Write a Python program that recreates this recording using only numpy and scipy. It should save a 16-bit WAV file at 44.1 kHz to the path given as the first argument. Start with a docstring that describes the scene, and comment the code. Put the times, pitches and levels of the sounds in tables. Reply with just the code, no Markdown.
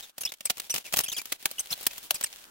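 """Peeling packing tape off a cardboard box

The taut film snaps in sharp cracks, and released flaps knock as they spring back.
The glue lets go in short squeaks, a stick-slip oscillation. Between them the paper liner rips and
the rubbed cardboard rustles, its sound briefly ducked four times by a noise suppressor.
Two spaced microphones hear it in a small room, over a faint hiss."""
import sys
import numpy as np
from scipy import signal
from scipy.fft import rfft, irfft
from scipy.io import wavfile

SR = 44100
rng = np.random.default_rng(int(sys.argv[2]) if len(sys.argv) > 2 else 0)


def put_to_file(sound):
    """Save the sound as 16-bit audio at rate SR, in the file named by the first command-line argument."""
    columns = np.atleast_2d(sound).T  # one column per channel
    safe = np.clip(columns, -1, 1)
    whole_steps = np.round(safe * 32767)
    wavfile.write(sys.argv[1], SR, whole_steps.astype(np.int16))


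N = 110250
TIME = np.arange(N) / SR
SIDES = np.array([[.5], [-.5]])  # splits a difference between the left and right microphones
SLIP_ATTACK_S, SLIP_RELEASE_S, SLIP_SAG_DB = 0.0029, 0.0036, 5


def cracks():
    """Brittle fracture: fibres give under strain, then an impulse sets off a decaying burst of noise."""
    # cracks of tape and cardboard: t/s, level/dB, hold/ms, bass gain/dB, treble gain/dB
    fractures = [(0.1809, -34, 3.1, 5, 3.5), (0.32, -29.5, 2.9, 0.5, -4.5), (0.338, -34.5, 3.1, -15, -7),
                 (0.4075, -29.5, 2.2, -6.5, -10.5), (0.4993, -13, 2.2, -10, -6.5),
                 (.504, -16.5, 1.8, -2.5, -10), (.512, -37, 0.84, -2, 6.5), (0.5708, -34, 1.4, -0.5, -3),
                 (.581, -42, 1.4, 11, 8.5), (0.5989, -23, 2.2, -4.5, -5), (0.6977, -26, 1.6, -10, -9),
                 (.741, -21, 1.9, -2, -1.5), (0.7614, -16, 1.1, -19, -21), (0.7807, -26, 0.8, 4, 2),
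                 (0.9253, -26, 3, -3, -4.5), (.934, -33.5, 4.4, 9.5, 9.5), (0.9396, -18, 0.4, 8.5, -2),
                 (0.9625, -28, 0.55, 1, 4), (0.97, -22.5, 0.65, 5, 7), (0.974, -25.5, 0.36, 8, 7.5),
                 (0.9848, -29.5, 0.66, -11, 11), (0.9894, -19, 2.1, 5.5, 4.5), (1.003, -24.5, 0.6, 7.5, 1),
                 (1.0084, -24.5, 0.79, -5, 5.5), (1.2159, -37, 2.3, 2.5, 4.5),
                 (1.256, -29.5, 0.9, -4, -0.5), (1.3204, -25, 0.89, -1, -14), (1.3234, -20.5, 2.34, 4, 1),
                 (1.4268, -39.5, 1.2, 3.5, 2.5), (1.4565, -18, 2.3, 4, 2), (1.513, -37.5, 0.7, 10, 11.5),
                 (1.777, -48, 1.2, 15.5, 8), (1.8098, -43, 1.1, 14.5, 9.5), (1.829, -41, 2.3, 8.5, 8),
                 (1.8667, -17.5, 3.15, 1, 5.5), (1.98, -40, 3.2, 9.5, 8), (2.1082, -15, 0.86, -2, 1),
                 (2.2109, -28, 1.8, 5.5, 1.5), (2.228, -27.5, 1.6, -12, -11), (2.3278, -32, 1.8, -18, -17)]
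    # spectrum of a crack: f/Hz, relative level/dB
    spectrum = [(30, -8), (100, -2.5), (400, -1), (700, 1.5), (1200, -2), (2000, 0), (2800, 4), (4500, 2),
                (9000, 0.5), (15000, 2.5)]
    strain_db, strain_ms, decay_ms = -11.5, 1.36, 3.58
    spike_db, scatter_db = 13.5, 1.5
    shared = 0.081  # share of the noise power common to both microphones
    out, size = np.zeros((2, N)), 4096
    lead = size // 8
    ms = (np.arange(size) - lead) * 1000 / SR
    strain = amp(strain_db) * np.exp(-abs(ms) / strain_ms)
    for start, db, hold_ms, bass_db, treble_db in fractures:
        envelope = np.where(ms < 0, strain, np.exp(-np.maximum(ms - hold_ms, 0) / decay_ms))
        lumps = np.repeat(rng.standard_normal(size // 16), 16)
        noise = np.sqrt(1 - shared) * rng.standard_normal((2, size))
        noise += np.sqrt(shared) * rng.standard_normal(size)
        burst = unit(noise * amp(scatter_db * lumps)) * envelope
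        burst[:, lead + 2] += amp(spike_db) * rng.choice([-1, 1], 2)
        bass, treble = lowpass(burst, hz=1250), burst - lowpass(burst, hz=5830)
        burst += (amp(bass_db) - 1) * bass + (amp(treble_db) - 1) * treble
        i = int(start * SR) - lead
        out[:, i:i + size] += amp(db) * burst[:, :N - i]
    return colour(out, spectrum)


def squeaks():
    """Stick-slip oscillation: the glue gives a gliding harmonic tone and a pulse of rasp each cycle."""
    # squeaks: t/s, length/s, first, middle and last f/Hz, level/dB of partials 1, 2, 3, rasp level/dB
    slips = [(.024, 0.031, 3518, 3720, 3210, -47, -55.5, -77, -46),
             (0.207, .017, 3065, 3186, 3160, -53, -41, -35, -37.5),
             (.233, 0.0054, 2850, 2865, 2770, -32.5, -59, -58, -30),
             (0.2509, 0.011, 2768, 2610, 2470, -37.5, -25.5, -36.5, -35),
             (0.261, 0.0053, 3010, 2865, 2310, -33, -52, -57, -32.5),
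             (0.272, 0.01, 3350, 3594, 3070, -35, -66, -65, -46),
             (0.289, 0.014, 3670, 3760, 3500, -43.5, -63, -66, -44),
             (0.453, 0.0081, 2580, 2720, 2650, -45, -35, -22.5, -28.5),
             (0.467, 0.0083, 2620, 2330, 2100, -43.5, -45, -46, -41),
             (.702, .014, 2760, 2993, 2840, -41, -26, -32.5, -36),
             (0.718, 0.018, 2830, 2680, 2440, -44.5, -45, -41, -49),
             (0.849, 0.04, 2770, 2460, 2280, -49, -69, -69, -46),
             (1.035, 0.016, 2673, 3237, 3310, -37, -48, -32, -35.5),
             (1.06, 0.0136, 2650, 2630, 2250, -40.5, -45, -49, -51),
             (1.081, 0.0093, 3030, 3220, 3320, -34, -34.5, -58, -34.5),
             (1.096, 0.0076, 3150, 3150, 3110, -33.5, -35, -53, -41),
             (1.116, .008, 3560, 3730, 3620, -35.5, -42, -46, -34),
             (1.124, .011, 3550, 3050, 2450, -36.5, -33, -36, -34),
             (1.142, 0.017, 2490, 2415, 2400, -46.5, -42, -46, -52),
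             (1.164, 0.016, 3300, 3300, 3000, -35.5, -42.5, -40, -35.5),
             (1.179, 0.013, 2886, 2475, 2450, -41, -33, -46, -32),
             (1.192, .014, 2290, 2297, 2360, -38.5, -59, -42.5, -41),
             (1.582, 0.0093, 2860, 3025, 3050, -34.5, -54, -43, -40),
             (1.592, .006, 3180, 3124, 3000, -41, -25.5, -30.5, -34),
             (1.597, 0.012, 2684, 2753, 2750, -59, -52, -29, -35),
             (1.703, 0.014, 2526, 2775, 2820, -47.5, -37, -59, -46),
             (1.723, 0.011, 3980, 3504, 3340, -33, -59, -51, -38.5),
             (1.726, 0.0078, 4020, 4200, 4200, -28.5, -51, -43, -38),
             (1.907, 0.0086, 2550, 2500, 2380, -43.5, -66, -61, -41),
             (2.142, 0.012, 2700, 2640, 2500, -64, -45, -32.5, -35),
             (2.154, 0.012, 2520, 2490, 2410, -46.5, -39, -56, -36.5),
             (2.2364, 0.0044, 2520, 2716, 2820, -41, -37, -16, -29.5),
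             (2.2414, 0.0037, 3040, 2894, 2820, -32, -32, -26, -25),
             (2.258, .016, 2540, 2246, 2040, -48.5, -43.5, -46, -50)]
    # spectrum of the friction noise: f/Hz, relative level/dB
    rasp_spectrum = [(200, 1.5), (800, 2.5), (1800, 2.5), (3000, 5.5), (4300, 4.5), (6000, 9), (9000, -1.5),
                     (12000, 6.5), (16000, -4)]
    flutter_db, grit_depth, firm_db = 1.5, .4, -30
    tone, rasp, size = np.zeros((2, N)), np.zeros((2, N)), 4096
    t = TIME[:size]
    jitter = .022 * wander(per_s=1000)
    flutter = np.array([[amp(flutter_db * wander(per_s=250)) * (1 + grit_depth * wander(per_s=1200))
                         for mic in range(2)] for harmonic in range(6)])
    for start, length, first_hz, middle_hz, last_hz, db1, db2, db3, rasp_db in slips:
        i = int(start * SR)
        span, envelope = slice(i, i + size), slip_envelope(t, length)
        progress = np.clip(t / (length + SLIP_RELEASE_S), 0, 1)
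        glide_hz = np.polyval(np.polyfit([0, .5, 1], [first_hz, middle_hz, last_hz], 2), progress)
        looseness = np.sqrt(amp(firm_db - max(db1, db2, db3)))  # weak squeaks are rougher
        phase = 2 * np.pi * np.cumsum(glide_hz * (1 + looseness * jitter[span])) / SR
        upper_db = min(max(db2, db3) - 3.5, rasp_db) - 1.5 * np.arange(3)  # partials 4 to 6
        for n, (db, wobble) in enumerate(zip([db1, db2, db3, *upper_db], flutter), start=1):
            # the microphones are 0.54 rad apart at the fundamental
            offset = 2 * np.pi * rng.random() + n * 0.54 * rng.choice([-1, 1]) * SIDES
            partial = np.sin(n * phase + offset) * (n * glide_hz < SR / 2)
            tone[:, span] += np.sqrt(2) * amp(db) * envelope * wobble[:, span] * partial
        pulses = unit((1 + np.cos(phase)) * rng.standard_normal((2, size)))
        rasp[:, span] += amp(rasp_db) * envelope * pulses
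    return tone + colour(rasp, rasp_spectrum)


def knocks():
    """Damped free vibration: a released flap pops or rings, its pitch sagging as the card relaxes."""
    # modes of the flaps: t/s, initial f/Hz, level/dB, T60/s, left minus right level/dB
    modes = [(.501, 753, -35.5, 0.056, -1), (0.499, 2600, -50, 0.019, -2), (1.3215, 970, -44, 0.027, 2),
             (1.4565, 2620, -15, 0.0087, 1), (1.4582, 1720, -27.5, 0.022, -4), (1.457, 854, -36, 0.046, 10),
             (1.867, 1840, -23.5, 0.019, 2), (2.1087, 3250, -3.5, 0.0019, 10),
             (2.1101, 760, -21, 0.014, -1), (2.113, 629, -40.5, 0.073, 0), (2.2415, 1880, -27, .017, 8)]
    sag = 0.13  # fractional drop of the mean frequency over one T60
    out = np.zeros((2, N))
    for start, hz, db, t60, pan_db in modes:
        age = np.maximum(TIME - start, 0)
        cycles = hz * age * (1 - sag * np.minimum(age / t60, 1))
        ring = np.sin(2 * np.pi * cycles + rng.uniform(0, 1, (2, 1))) * decay(age, t60)
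        attack = np.clip(2 * hz * age, 0, 1)
        out += amp(db + pan_db * SIDES) * ring * attack
    return out


def rips():
    """Fibre rupture: the liner tears away with the tape in short runs of dense crackle."""
    # tears in the paper liner: t/s, length/s, level/dB
    tears = [(0.742, 0.038, -31), (0.936, 0.018, -35.5), (0.96, 0.036, -33.5), (1.708, 0.033, -29),
             (2.026, 0.042, -43)]
    # spectrum of tearing paper: f/Hz, relative level/dB
    spectrum = [(30, -6), (150, 4), (500, -0.5), (1200, 0.5), (2000, -5), (3000, 5), (6000, 1), (15000, 3)]
    envelope = sum(amp(db) * slip_envelope(TIME - start, length) for start, length, db in tears)
    return colour(crackle() * envelope, spectrum)


def rustle():
    """Sliding friction: a cardboard rustle swells and fades, ducked four times by a noise suppressor."""
    # rustle level, with the noise suppressor's dips near 0.13, 0.38, 0.84 and 1.37 s: t/s, level/dB
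    ducked_levels = [(0, -37.5), (.02, -53), (.1, -50.5), (.125, -78), (.17, -62.5), (.195, -49),
                     (.335, -63), (.38, -66.5), (.43, -57), (.545, -54.5), (.65, -45.5), (.69, -54),
                     (.81, -43.5), (.838, -61.5), (.85, -42), (.91, -49), (1.02, -42), (1.06, -49.5),
                     (1.238, -52.5), (1.27, -47.5), (1.355, -45.5), (1.376, -64.5), (1.405, -48.5),
                     (1.56, -48), (1.76, -47), (1.82, -41), (1.895, -49.5), (1.92, -42), (2.01, -47),
                     (2.09, -52), (2.2, -45.5), (2.29, -49.5), (2.345, -48), (2.4, -48), (2.5, -56)]
    # spectrum of rubbed cardboard: f/Hz, relative level/dB
    spectrum = [(30, 0.5), (100, -4.5), (300, -4), (700, 1.5), (1200, -3.5), (2000, 1), (3200, 5),
                (5000, 1), (9000, -0.5), (15000, -1)]
    return colour(crackle() * gain_curve(ducked_levels), spectrum)


def room(x):
    """Reverberation: reflections merge into a short exponential tail in which the lows last longer."""
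    t = TIME[:N // 4]
    onset = np.clip(t / 0.0027, 0, 1)
    bright = lowpass(rng.standard_normal((2, len(t))) * decay(t, t60=0.18) * onset, hz=5000)
    low = lowpass(rng.standard_normal((2, len(t))) * decay(t, t60=0.23) * onset, hz=520, order=2)
    response = (amp(-26) * unit(bright) + amp(-39.5) * unit(low)) / np.sqrt(len(t))
    return signal.fftconvolve(x, response, axes=1)[:, :N]


def hiss():
    """Noise floor: a faint hiss, uncorrelated between the microphones, that rises toward the end."""
    # envelope of the hiss: t/s, level/dB
    levels = [(0, -97), (.13, -74.5), (.4, -77), (.6, -90), (1.38, -74), (1.5, -65), (2.3, -69), (2.5, -57)]
    # spectrum of the hiss: f/Hz, relative level/dB
    spectrum = [(30, 20), (100, 9), (300, 22.5), (700, 15.5), (1600, 25), (3200, -17), (6000, 8),
                (10000, -6), (16000, -5)]
    return colour(rng.standard_normal((2, N)), spectrum) * gain_curve(levels)


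def crackle():
    """Shot noise: random fibre snaps of uneven size over smooth rubbing, in two channels at rms 1."""
    snaps_per_s, spread_db, decay_s, rub_db = 800, 4.5, 0.001, 1.5
    snaps = rng.random(N) < snaps_per_s / SR
    sizes = amp(spread_db * np.minimum(rng.exponential(size=N), 5))
    power = signal.lfilter([1], [1, -np.exp(-2 / (decay_s * SR))], (snaps * sizes) ** 2)
    return unit((unit(np.sqrt(power)) + amp(rub_db)) * rng.standard_normal((2, N)))


def slip_envelope(t, length):
    """Amplitude envelope of one slip of the tape: linear rise, sagging hold, exponential release."""
    rise = np.clip(t / SLIP_ATTACK_S, 0, 1)
    sag = amp(-SLIP_SAG_DB * np.clip(t / length, 0, 1) ** 2)
    return rise * sag * np.exp(-np.maximum(t - length, 0) / SLIP_RELEASE_S)


def decay(t, t60):
    """Exponential damping by 60 dB in t60 seconds."""
    return np.exp(-np.log(1000) * t / t60)


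def wander(per_s):
    """Random modulation at rms 1, interpolated between per_s values a second."""
    return unit(np.interp(TIME * per_s, np.arange(N // 8), rng.standard_normal(N // 8)))


def gain_curve(points):
    """Amplitude envelope interpolated through points of t/s, level/dB."""
    return amp(np.interp(TIME, *np.array(points).T))


def colour(x, points):
    """Minimum-phase filter through points of f/Hz, level/dB, scaled to keep the power of white noise."""
    hz, db = np.array(points, float).T
    size = 2 * N
    bin_hz = np.arange(N + 1) * SR / size
    gain = unit(amp(np.interp(np.log(bin_hz + 1), np.log(hz), db)))
    cepstrum = irfft(np.log(gain))
    cepstrum[1:N] *= 2  # folding onto positive time makes the filter causal
    cepstrum[N + 1:] = 0
    return irfft(rfft(x, size) * np.exp(rfft(cepstrum)))[..., :N]


def lowpass(x, hz, order=1):
    """Maximally flat low-pass filter."""
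    return signal.sosfilt(signal.butter(order, hz, fs=SR, output="sos"), x)


def amp(db):
    """Amplitude ratio of a level in decibels."""
    return 10 ** (np.asarray(db) / 20)


def unit(x):
    """Normalisation to rms 1."""
    return x / np.sqrt(np.mean(x ** 2) + 1e-18)


def scene():
    """Superposition: the direct sound of tape and cardboard, its reverberation and the hiss."""
    pan_db = 0.5  # the tape lies slightly to the left
    direct = (rustle() + cracks() + rips() + knocks() + squeaks()) * amp(pan_db * SIDES)
    return direct + room(direct) + hiss()


def record(dry):
    """Frequency response: the left microphone favours upper mids, the right bass; the top is cut off."""
    # balance of the microphones: f/Hz, left minus right level/dB
    balance = [(500, -1.5), (1100, -1), (2400, 1.5), (5500, 0)]
    cutoff_hz = 16050
    heard = [colour(x, [(hz, side * db) for hz, db in balance]) for x, side in zip(dry, SIDES[:, 0])]
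    return signal.sosfilt(signal.ellip(10, .1, 70, cutoff_hz, fs=SR, output="sos"), heard)


dry = scene()
out = record(dry)
put_to_file(out)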